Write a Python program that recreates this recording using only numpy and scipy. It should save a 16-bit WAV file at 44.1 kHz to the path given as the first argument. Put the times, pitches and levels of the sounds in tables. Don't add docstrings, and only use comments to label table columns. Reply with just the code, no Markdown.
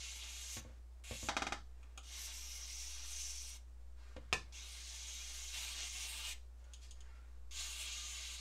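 import sys
import numpy as np
from scipy import signal
from scipy.fft import rfft, irfft
from scipy.io import wavfile

SR = 44100
rng = np.random.default_rng(int(sys.argv[2]) if len(sys.argv) > 2 else 0)


def dump_mix(stems):
    frames = np.atleast_2d(stems).T
    limited = np.clip(frames, -1, 1)
    pcm = np.round(limited * 32767).astype(np.int16)
    wavfile.write(sys.argv[1], SR, pcm)


N = 370658


def from_db(db):
    return 10 ** (np.asarray(db) / 20)


def rms_one(x):
    return x / np.sqrt(np.mean(x ** 2) + 1e-20)


def in_time(rows):
    s, *columns = np.transpose(rows)
    return [np.interp(np.arange(N) / SR, s, c) for c in columns]


def held(events, column):
    events = np.array(events)
    latest = np.searchsorted(events[:, 0], np.arange(N) / SR) - 1
    return events[np.clip(latest, 0, None), column]


def sounding(since, until, edge_s):
    return np.clip(np.minimum(since, until) / edge_s, 0, 1)


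def at_hz(points, hz, column=1):
    points = np.array(points)
    return np.interp(np.log(hz), np.log(points[:, 0]), points[:, column])


def drift(rate):
    r = np.exp(-80 * np.pi * rate / SR)
    noise = rng.standard_normal(N // 40 + 2002)
    slow = signal.lfilter([1], [1, -2 * r, r * r], noise)[2000:]
    return np.interp(np.arange(N) / 40, np.arange(len(slow)), rms_one(slow))


def bands(count, low_hz, per_octave=3):
    white = rng.standard_normal((2, count))
    edges = np.geomspace(low_hz, 17000, int(per_octave * np.log2(17000 / low_hz)))
    for k, (low, high) in enumerate(zip(edges, edges[1:])):
        band = signal.butter(2, [low, high], "band", fs=SR, output="sos")
        yield np.sqrt(low * high), signal.sosfilt(band, white[k % 2])


def coloured(spectrum, patchy_db, shifting_db=0, per_octave=3):
    together, out = drift(18.0), 0
    for hz, noise in bands(N, spectrum[0][0], per_octave):
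        flicker_db = patchy_db * (1.3 * together + drift(3.9))
        if shifting_db:
            flicker_db = flicker_db + shifting_db * drift(0.74)
        out = out + from_db(at_hz(spectrum, hz)) * from_db(flicker_db) * noise
    return rms_one(out)


def tube(x, centre_hz, width_hz):
    out, state = np.zeros(N), np.zeros(2)
    r = np.exp(-np.pi * width_hz * np.ones(N) / SR)
    for i in range(0, N, 512):
        a = [1, -2 * r[i] * np.cos(2 * np.pi * centre_hz[i] / SR), r[i] ** 2]
        b = np.array([1, 0, -1]) * (1 - r[i] ** 2) ** .75
        out[i:i + 512], state = signal.lfilter(b, a, x[i:i + 512], zi=state)
    return out


def whistle(centre_hz, width_hz):
    once = tube(rng.standard_normal(N), centre_hz, width_hz)
    return rms_one(tube(once, centre_hz, width_hz))


def ring(clicks, hz, t60):
    r, w = from_db(-60 / (t60 * SR)), 2 * np.pi * hz / SR
    return signal.lfilter([0, np.sin(w)], [1, -2 * r * np.cos(w), r * r], clicks + 1e-18)


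def strikes(events, column_db):
    clicks = np.zeros(N)
    clicks[np.round(np.array(events)[:, 0] * SR).astype(int)] = from_db(column_db)
    return clicks


def knocks(events, peak_db, modes):
    uneven_db = rng.normal(0, 1.5, (len(events), len(modes)))
    return sum(ring(strikes(events, peak_db + level_db + uneven_db[:, k]), hz, t60)
               for k, (hz, level_db, t60) in enumerate(modes))


def even_crack(t60, contact_s):
    t = np.arange(int(t60 * SR)) / SR
    fade = np.clip(t / contact_s, .05, 1) * from_db(-60 * t / t60)
    burst = rng.standard_normal(4096)[:len(fade)] * fade
    for _ in range(2):
        spectrum = rfft(burst)
        burst = irfft(spectrum / (np.abs(spectrum) + 1e-12), len(fade)) * fade ** .3
    return rms_one(burst) * np.sqrt(np.mean(fade ** 2))


def blows(events, modes, crack_s, crack_hz, trim_db, ring_wet_db, crack_wet_db,
          contact_s=.001, behind=None, from_hz=30):
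    events = np.array(events)
    peak_db, sharp_db = events[:, 1] + trim_db, events[:, 2]
    contacts = strikes(events, peak_db + sharp_db - 1.5)
    crack = signal.oaconvolve(contacts, even_crack(crack_s, contact_s))[:N]
    crack = signal.sosfilt(signal.butter(3, crack_hz, "band", fs=SR, output="sos"), crack + 1e-18)
    low_cut = signal.butter(4, from_hz, "high", fs=SR, output="sos")
    rings, crack = signal.sosfilt(low_cut, [knocks(events, peak_db, modes), crack])
    body = knocks(events, peak_db + events[:, 3], behind) if behind else 0
    direct = rings + crack + body
    spread = from_db(ring_wet_db) * rings + from_db(crack_wet_db) * crack + body
    return np.array([direct, spread])


# f/Hz, relative level per Hz/dB
AIR = [(60, -5), (85, 6), (110, -30), (150, -6.5), (250, -3.5), (600, -6), (1500, -13), (3000, -19),
       (8000, -19.5), (15600, -28)]


def background():
    mains_hz, waver_rad = 60, .15
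    phase = 2 * np.pi * (mains_hz * np.arange(N) / SR + rng.random()) + waver_rad * drift(3.1)
    hum = np.sqrt(2) * np.sin(phase)
    rumble_band = signal.butter(2, [12, 40], "band", fs=SR, output="sos")
    rumble = rms_one(signal.sosfilt(rumble_band, rng.standard_normal(N)))
    air = coloured(AIR, patchy_db=.4)
    return from_db(-73) * air + from_db(-54) * hum + from_db(-71) * rumble + from_db(-58) * drift(0.77)


def splatter():
    drops_per_s, cycles = 1500, 25.6
    sizes = from_db(0.41 * np.minimum(rng.exponential(1, N), 5)) * rng.choice([-1, 1], N)
    born = rng.random(N) < drops_per_s * from_db(3 * drift(15)) / SR
    pitches, dealt = np.geomspace(640, 2400, 14), rng.integers(0, 14, N)
    return rms_one(sum(ring(sizes * born * (dealt == k), hz, cycles / hz) * hz ** 1.46
                       for k, hz in enumerate(pitches)))


# open t/s, shut t/s, first step level/dB, straw resonance f/Hz, its width f/Hz,
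# hinge song over hiss level/dB
BURSTS = [(-0.2, 0.6, 0, 6300, 2030, -37), (1.038, 1.285, -7, 6600, 2000, -32),
          (2.03, 3.575, -12, 5890, 1320, -30), (4.523, 6.334, -7, 6170, 1920, -24.5),
          (7.509, 8.6, -14, 6700, 1300, -19)]
# t/s, hiss level/dB, straw ring over hiss level/dB, mist over hiss level/dB
FLOW = [
    [(0.03, -51.5, -3.5, -15), (0.176, -55, -1, -5), (0.226, -50, -13, -17), (0.248, -54.5, -2.5, -11),
     (0.54, -53.5, 2, -1.5)],
    [(1.14, -51.5, -8, -8), (1.178, -56.5, 0.5, -5), (1.27, -53, -0.5, -5)],
    [(2.14, -54, -3.5, -7.5), (2.262, -53, 1.5, 0), (2.314, -53, -6, -10), (2.328, -55.5, 1, -1),
     (2.43, -58, 3.5, -1), (2.902, -55.5, 2.5, -1.5), (3.014, -55, -2, -5.5), (3.1, -55.5, 2.5, 0.5),
     (3.188, -53.5, 6, -1.5), (3.53, -59.5, 2.5, -0.5)],
    [(4.59, -53, -1.5, -12), (4.666, -56.5, -8, -6.5), (4.918, -54.5, 0, -9), (5.522, -53.5, -0.5, -6),
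     (5.542, -46.5, -15, -10), (5.59, -48, -2.5, -8), (5.722, -48.5, -11, -7), (5.814, -47, -1.5, -14),
     (5.898, -53.5, -0.5, -4), (6.046, -48.5, -1, -5.5), (6.098, -50.5, -21, 1), (6.24, -49, -10.5, -6.5),
     (6.31, -48, -6, -5)],
    [(7.58, -43.5, -3.5, -9), (7.704, -52.5, -4, -4.5), (7.842, -48, -18, -5), (7.906, -48.5, -5.5, -16),
     (8.1, -51, -1.5, -6.5), (8.214, -49.5, -8, -14), (8.348, -52, -4, -8.5), (8.4, -52, -7, -16)],
]
# f/Hz, relative level per Hz/dB
JET = [(820, 6), (1400, 1), (1750, -12), (2780, -4), (5190, -9.5), (5790, -11.5), (8240, -14.5),
       (12800, -24), (15600, -37)]
# t/s, centre f/Hz
GAP = [
    [(0.0, 3600), (0.088, 3360), (0.28, 2970), (0.396, 3580), (0.44, 3330), (0.488, 3650), (0.58, 3330)],
    [(1.06, 2700), (1.162, 3480), (1.256, 3340), (1.28, 3460)],
    [(2.1, 3600), (2.252, 3850), (2.314, 2850), (2.362, 3420), (3.464, 3730), (3.504, 3280), (3.55, 3560)],
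    [(4.55, 3150), (4.842, 3780), (5.144, 3100), (5.368, 3520), (5.422, 3150), (6.206, 3170), (6.33, 3600)],
    [(7.52, 3370), (7.67, 3940), (7.796, 2940), (7.934, 3500), (8.144, 3430), (8.31, 3770), (8.4, 3580)],
]
# f/Hz, width f/Hz, relative level/dB
HINGE = [(1174, 155, -5.5), (1530, 290, -6)]
# t/s, splatter over hiss level/dB
SPLATTER = [(0, -15.5), (3.0, -15), (5.45, -16.5), (5.56, -16.5), (6.2, -15.5), (6.33, -11), (7.5, -17),
            (8.4, -21)]


def spray():
    t = np.arange(N) / SR
    opened, shut, step_db, straw_hz, straw_width_hz, hinge_db = (held(BURSTS, column=k) for k in range(6))
    since, until = t - opened, shut - t
    valve_db = step_db * np.clip(1 - since / 0.1, 0, 1) - 4 * np.clip(1 - until / 0.056, 0, 1)
    hiss_db, straw_db, mist_db = in_time(np.vstack(FLOW))

    jet = coloured(JET, patchy_db=1.2, shifting_db=1.5, per_octave=5)
    mist_from_hz = 8350
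    body = signal.sosfilt(signal.butter(4, mist_from_hz, fs=SR, output="sos"), jet)
    mist = signal.sosfilt(signal.butter(4, mist_from_hz, "high", fs=SR, output="sos"), jet)
    gap = from_db(-3) * whistle(in_time(np.vstack(GAP))[0], width_hz=2730)
    low_cut = signal.cheby1(6, 1, 2050, "high", fs=SR, output="sos")
    body = signal.sosfilt(low_cut, body + gap)

    straw = from_db(straw_db + 1.4 * drift(62)) * whistle(straw_hz + 80 * drift(2.7), straw_width_hz)
    hinge = sum(from_db(hinge_db + db) * whistle(np.full(N, hz), wide_hz) for hz, wide_hz, db in HINGE)
    droplets = from_db(in_time(SPLATTER)[0]) * splatter()
    mix = hinge + body + from_db(mist_db) * rms_one(mist) + straw + droplets
    return sounding(since, until, edge_s=0.00099) * from_db(hiss_db + valve_db) * mix


# f/Hz, t60 t/s, relative level/dB
ROOM = [(97.5, 0.49, -1.5), (490, 0.15, 6), (1390, 0.21, 3.5), (2700, 0.2, -0.5), (4420, 0.29, -6),
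        (13000, 0.2, -7.5)]


def echoes():
    first_echo_s = 0.0011
    t = np.arange(SR // 2) / SR
    tail = sum(noise * from_db(at_hz(ROOM, hz, column=2) - 60 * t / at_hz(ROOM, hz))
               for hz, noise in bands(count=len(t), low_hz=77.9))
    near = even_crack(0.072, first_echo_s)
    near = signal.lfilter([1], [1, -.4], np.pad(near, (0, len(t) - len(near))))
    start = np.clip(t / first_echo_s - 1, 0, 1)
    return sum(from_db(db) * part * start / np.sqrt(np.sum((part * start) ** 2))
               for db, part in [(-4.5, tail), (-3.5, near)])


# f/Hz, relative level/dB, t60 t/s
DOOR = [(776, -7, 0.087), (1165, -4, 0.21), (1405, -11, 0.056), (1750, -7, 0.25), (1984, -9, 0.12),
        (2600, -16, 0.05)]


def entryway(x):
    places, move_s = 3, .18
    place = np.arange(N) / (move_s * SR)
    shares = [np.clip(1 - np.abs((place - k) % places - 1), 0, 1) for k in range(places)]
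    room = sum(signal.oaconvolve(x * np.sqrt(share), echoes())[:N] for share in shares)
    door = sum(from_db(level_db - 41.5) * ring(x, hz, t60) for hz, level_db, t60 in DOOR)
    return room + door


# t/s, peak level before trim/dB, sharpness level/dB
THUDS = [(0.569, -42, 12), (0.65, -49.5, -11), (0.697, -57, -13), (1.111, -40.5, 6), (1.23, -41.5, -10),
         (4.165, -44, 7)]
# f/Hz, relative level/dB, t60 t/s
PANEL = [(109, 2.5, 0.052), (233, -4, 0.073), (306, -11.5, 0.12), (530, 4.5, 0.032), (1093, -11.5, 0.059)]


def finger_thuds():
    return blows(THUDS, PANEL, crack_s=0.024, crack_hz=[300, 4000], trim_db=-3.5,
                 ring_wet_db=-4, crack_wet_db=-1.5)


# start t/s, length t/s, level at the fullest of the swell/dB, treble over dull part level/dB
SOFT_NOISES = [(0.58, 0.21, -72, -1), (1.72, 0.49, -77.5, -6), (3.96, 0.28, -70, -3), (4.17, 0.48, -74, -4),
               (6.55, 0.46, -76.5, -2), (6.805, 0.1, -82, 18.5), (6.95, 0.43, -73.5, -3)]
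# f/Hz, relative level per Hz/dB
FLEECE = [(240, -54), (400, -8), (687, -7), (900, -10), (967, -1), (1420, -3.5), (1910, -6), (6510, -8.5),
          (12000, -20.5), (15600, -72), (22000, -120)]


def thud_tail_and_sleeve():
    start, length, peak_db, crisp_db = (held(SOFT_NOISES, column=k) for k in range(4))
    since = np.arange(N) / SR - start
    swell_db = 9.5 * (np.interp(since / length, [0, 0.27, 1], [0, 1, 0]) - 1)
    noise = coloured(FLEECE, patchy_db=1.2, per_octave=2)
    dull = signal.sosfilt(signal.butter(4, 2500, fs=SR, output="sos"), noise)
    crisp = signal.sosfilt(signal.butter(4, 2500, "high", fs=SR, output="sos"), noise)
    swelling = from_db(peak_db + swell_db) * (dull + from_db(crisp_db) * crisp)
    return sounding(since, length - since, edge_s=0.0051) * swelling


# t/s, peak level before trim/dB, sharpness level/dB, weight on the frame level/dB
RAPS = [(1.287, -25, 5, -12.5), (1.367, -25.5, 5, -14), (1.421, -27.5, 3.5, -10.5), (1.468, -29, 3, -8.5),
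        (1.523, -28, 3.5, -11.5)]
# f/Hz, relative level/dB, t60 t/s
CAN = [(790, -12, 0.083), (1325, 4, 0.015), (2460, 5, 0.014), (5800, -4, 0.0072)]
# f/Hz, relative level/dB, t60 t/s
FRAME = [(110, -6.5, 0.03), (246, -24.5, 0.055), (337, -8.5, 0.06), (455, 0.5, 0.023), (824, -1, 0.049),
         (1017, -11, 0.12)]


def can_raps():
    return blows(RAPS, CAN, crack_s=0.019, crack_hz=[500, 6500], trim_db=-6.5,
                 ring_wet_db=-6.5, crack_wet_db=7.5, behind=FRAME)


# t/s, peak level before trim/dB, sharpness level/dB, weight on the can's modes level/dB
TICKS = [(1.8302, -50, 9, 4), (1.9763, -29.5, 7, -3), (4.1635, -51, 14.5, -16), (6.4622, -66, 20, -27),
         (6.5954, -60, 4, -24), (6.6418, -52, 5, -31), (6.7356, -34, 12, -27), (6.82, -53, 7, -25),
         (6.847, -56, 10, -14), (6.9098, -36.5, 13, -32), (7.006, -41.5, 11, -21)]
# f/Hz, relative level/dB, t60 t/s
TICK_MODES = [(3130, 5.5, 0.0076), (3360, -1.5, 0.01), (6700, 10, 0.0048), (7960, -1.5, 0.0069)]


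def light_ticks():
    return blows(TICKS, TICK_MODES, crack_s=0.003, crack_hz=[2900, 9000], trim_db=-19.5,
                 ring_wet_db=2.5, crack_wet_db=10.5, contact_s=0.00013, behind=CAN, from_hz=3100)


# t/s, peak level before trim/dB, sharpness level/dB, weight on the frame level/dB
CLICK = [(4.328, -18, -2, -10), (4.3297, -22, -1, -10)]
# f/Hz, relative level/dB, t60 t/s
LATCH = [(1320, -2, 0.017), (2050, -7, 0.0058), (2600, 9, 0.018), (3150, 4, 0.013), (4830, -1, 0.0059)]


def hardware_click():
    return blows(CLICK, LATCH, crack_s=0.019, crack_hz=[600, 8000], trim_db=-11.0,
                 ring_wet_db=-6.5, crack_wet_db=11, behind=FRAME)


# t/s, peak level/dB
SPITS = [(5.5444, -28), (5.5802, -37), (5.6494, -34), (5.8057, -30.5), (5.8314, -37), (6.2894, -35)]
SPIT_HZ = [2200, 7400]


def spits():
    band = signal.butter(2, SPIT_HZ, "band", fs=SR, output="sos")
    top = np.max(np.abs(signal.sosfilt(band, signal.unit_impulse(64))))
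    return signal.sosfilt(band, strikes(SPITS, np.array(SPITS)[:, 1]) + 1e-18) / top


# start t/s, length t/s, typical rms level/dB, pitch f/Hz
RUBS = [(6.597, 0.11, -80, 563), (6.634, 0.085, -80, 1445), (7.044, 0.059, -83, 1480),
        (7.086, 0.16, -80, 1405)]


def rubs():
    t = np.arange(N) / SR
    waver = np.cumsum(30.2 * drift(60)) / SR
    catch_db = 2 * drift(25)
    out = np.zeros(N)
    for start, length, level_db, hz in RUBS:
        tone = np.sqrt(2) * np.sin(2 * np.pi * (hz * t + waver))
        out += sounding(t - start, start + length - t, edge_s=0.02) * from_db(level_db + catch_db) * tone
    return out


def scene():
    jet = spray() + spits()
    soft = thud_tail_and_sleeve() + rubs()
    direct, spread = finger_thuds() + can_raps() + light_ticks() + hardware_click()
    room = entryway(0.71 * jet + soft + spread)
    return (jet + soft + direct + room + background())[None]


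def record(dry):
    shelf = signal.ellip(6, .1, 30, 8650, fs=SR, output="sos")
    lows = signal.sosfiltfilt(shelf, dry)
    stepped = lows + from_db(-3) * (dry - lows)
    return signal.sosfilt(signal.ellip(10, .3, 60, 15700, fs=SR, output="sos"), stepped)


dry = scene()
out = record(dry)
dump_mix(out)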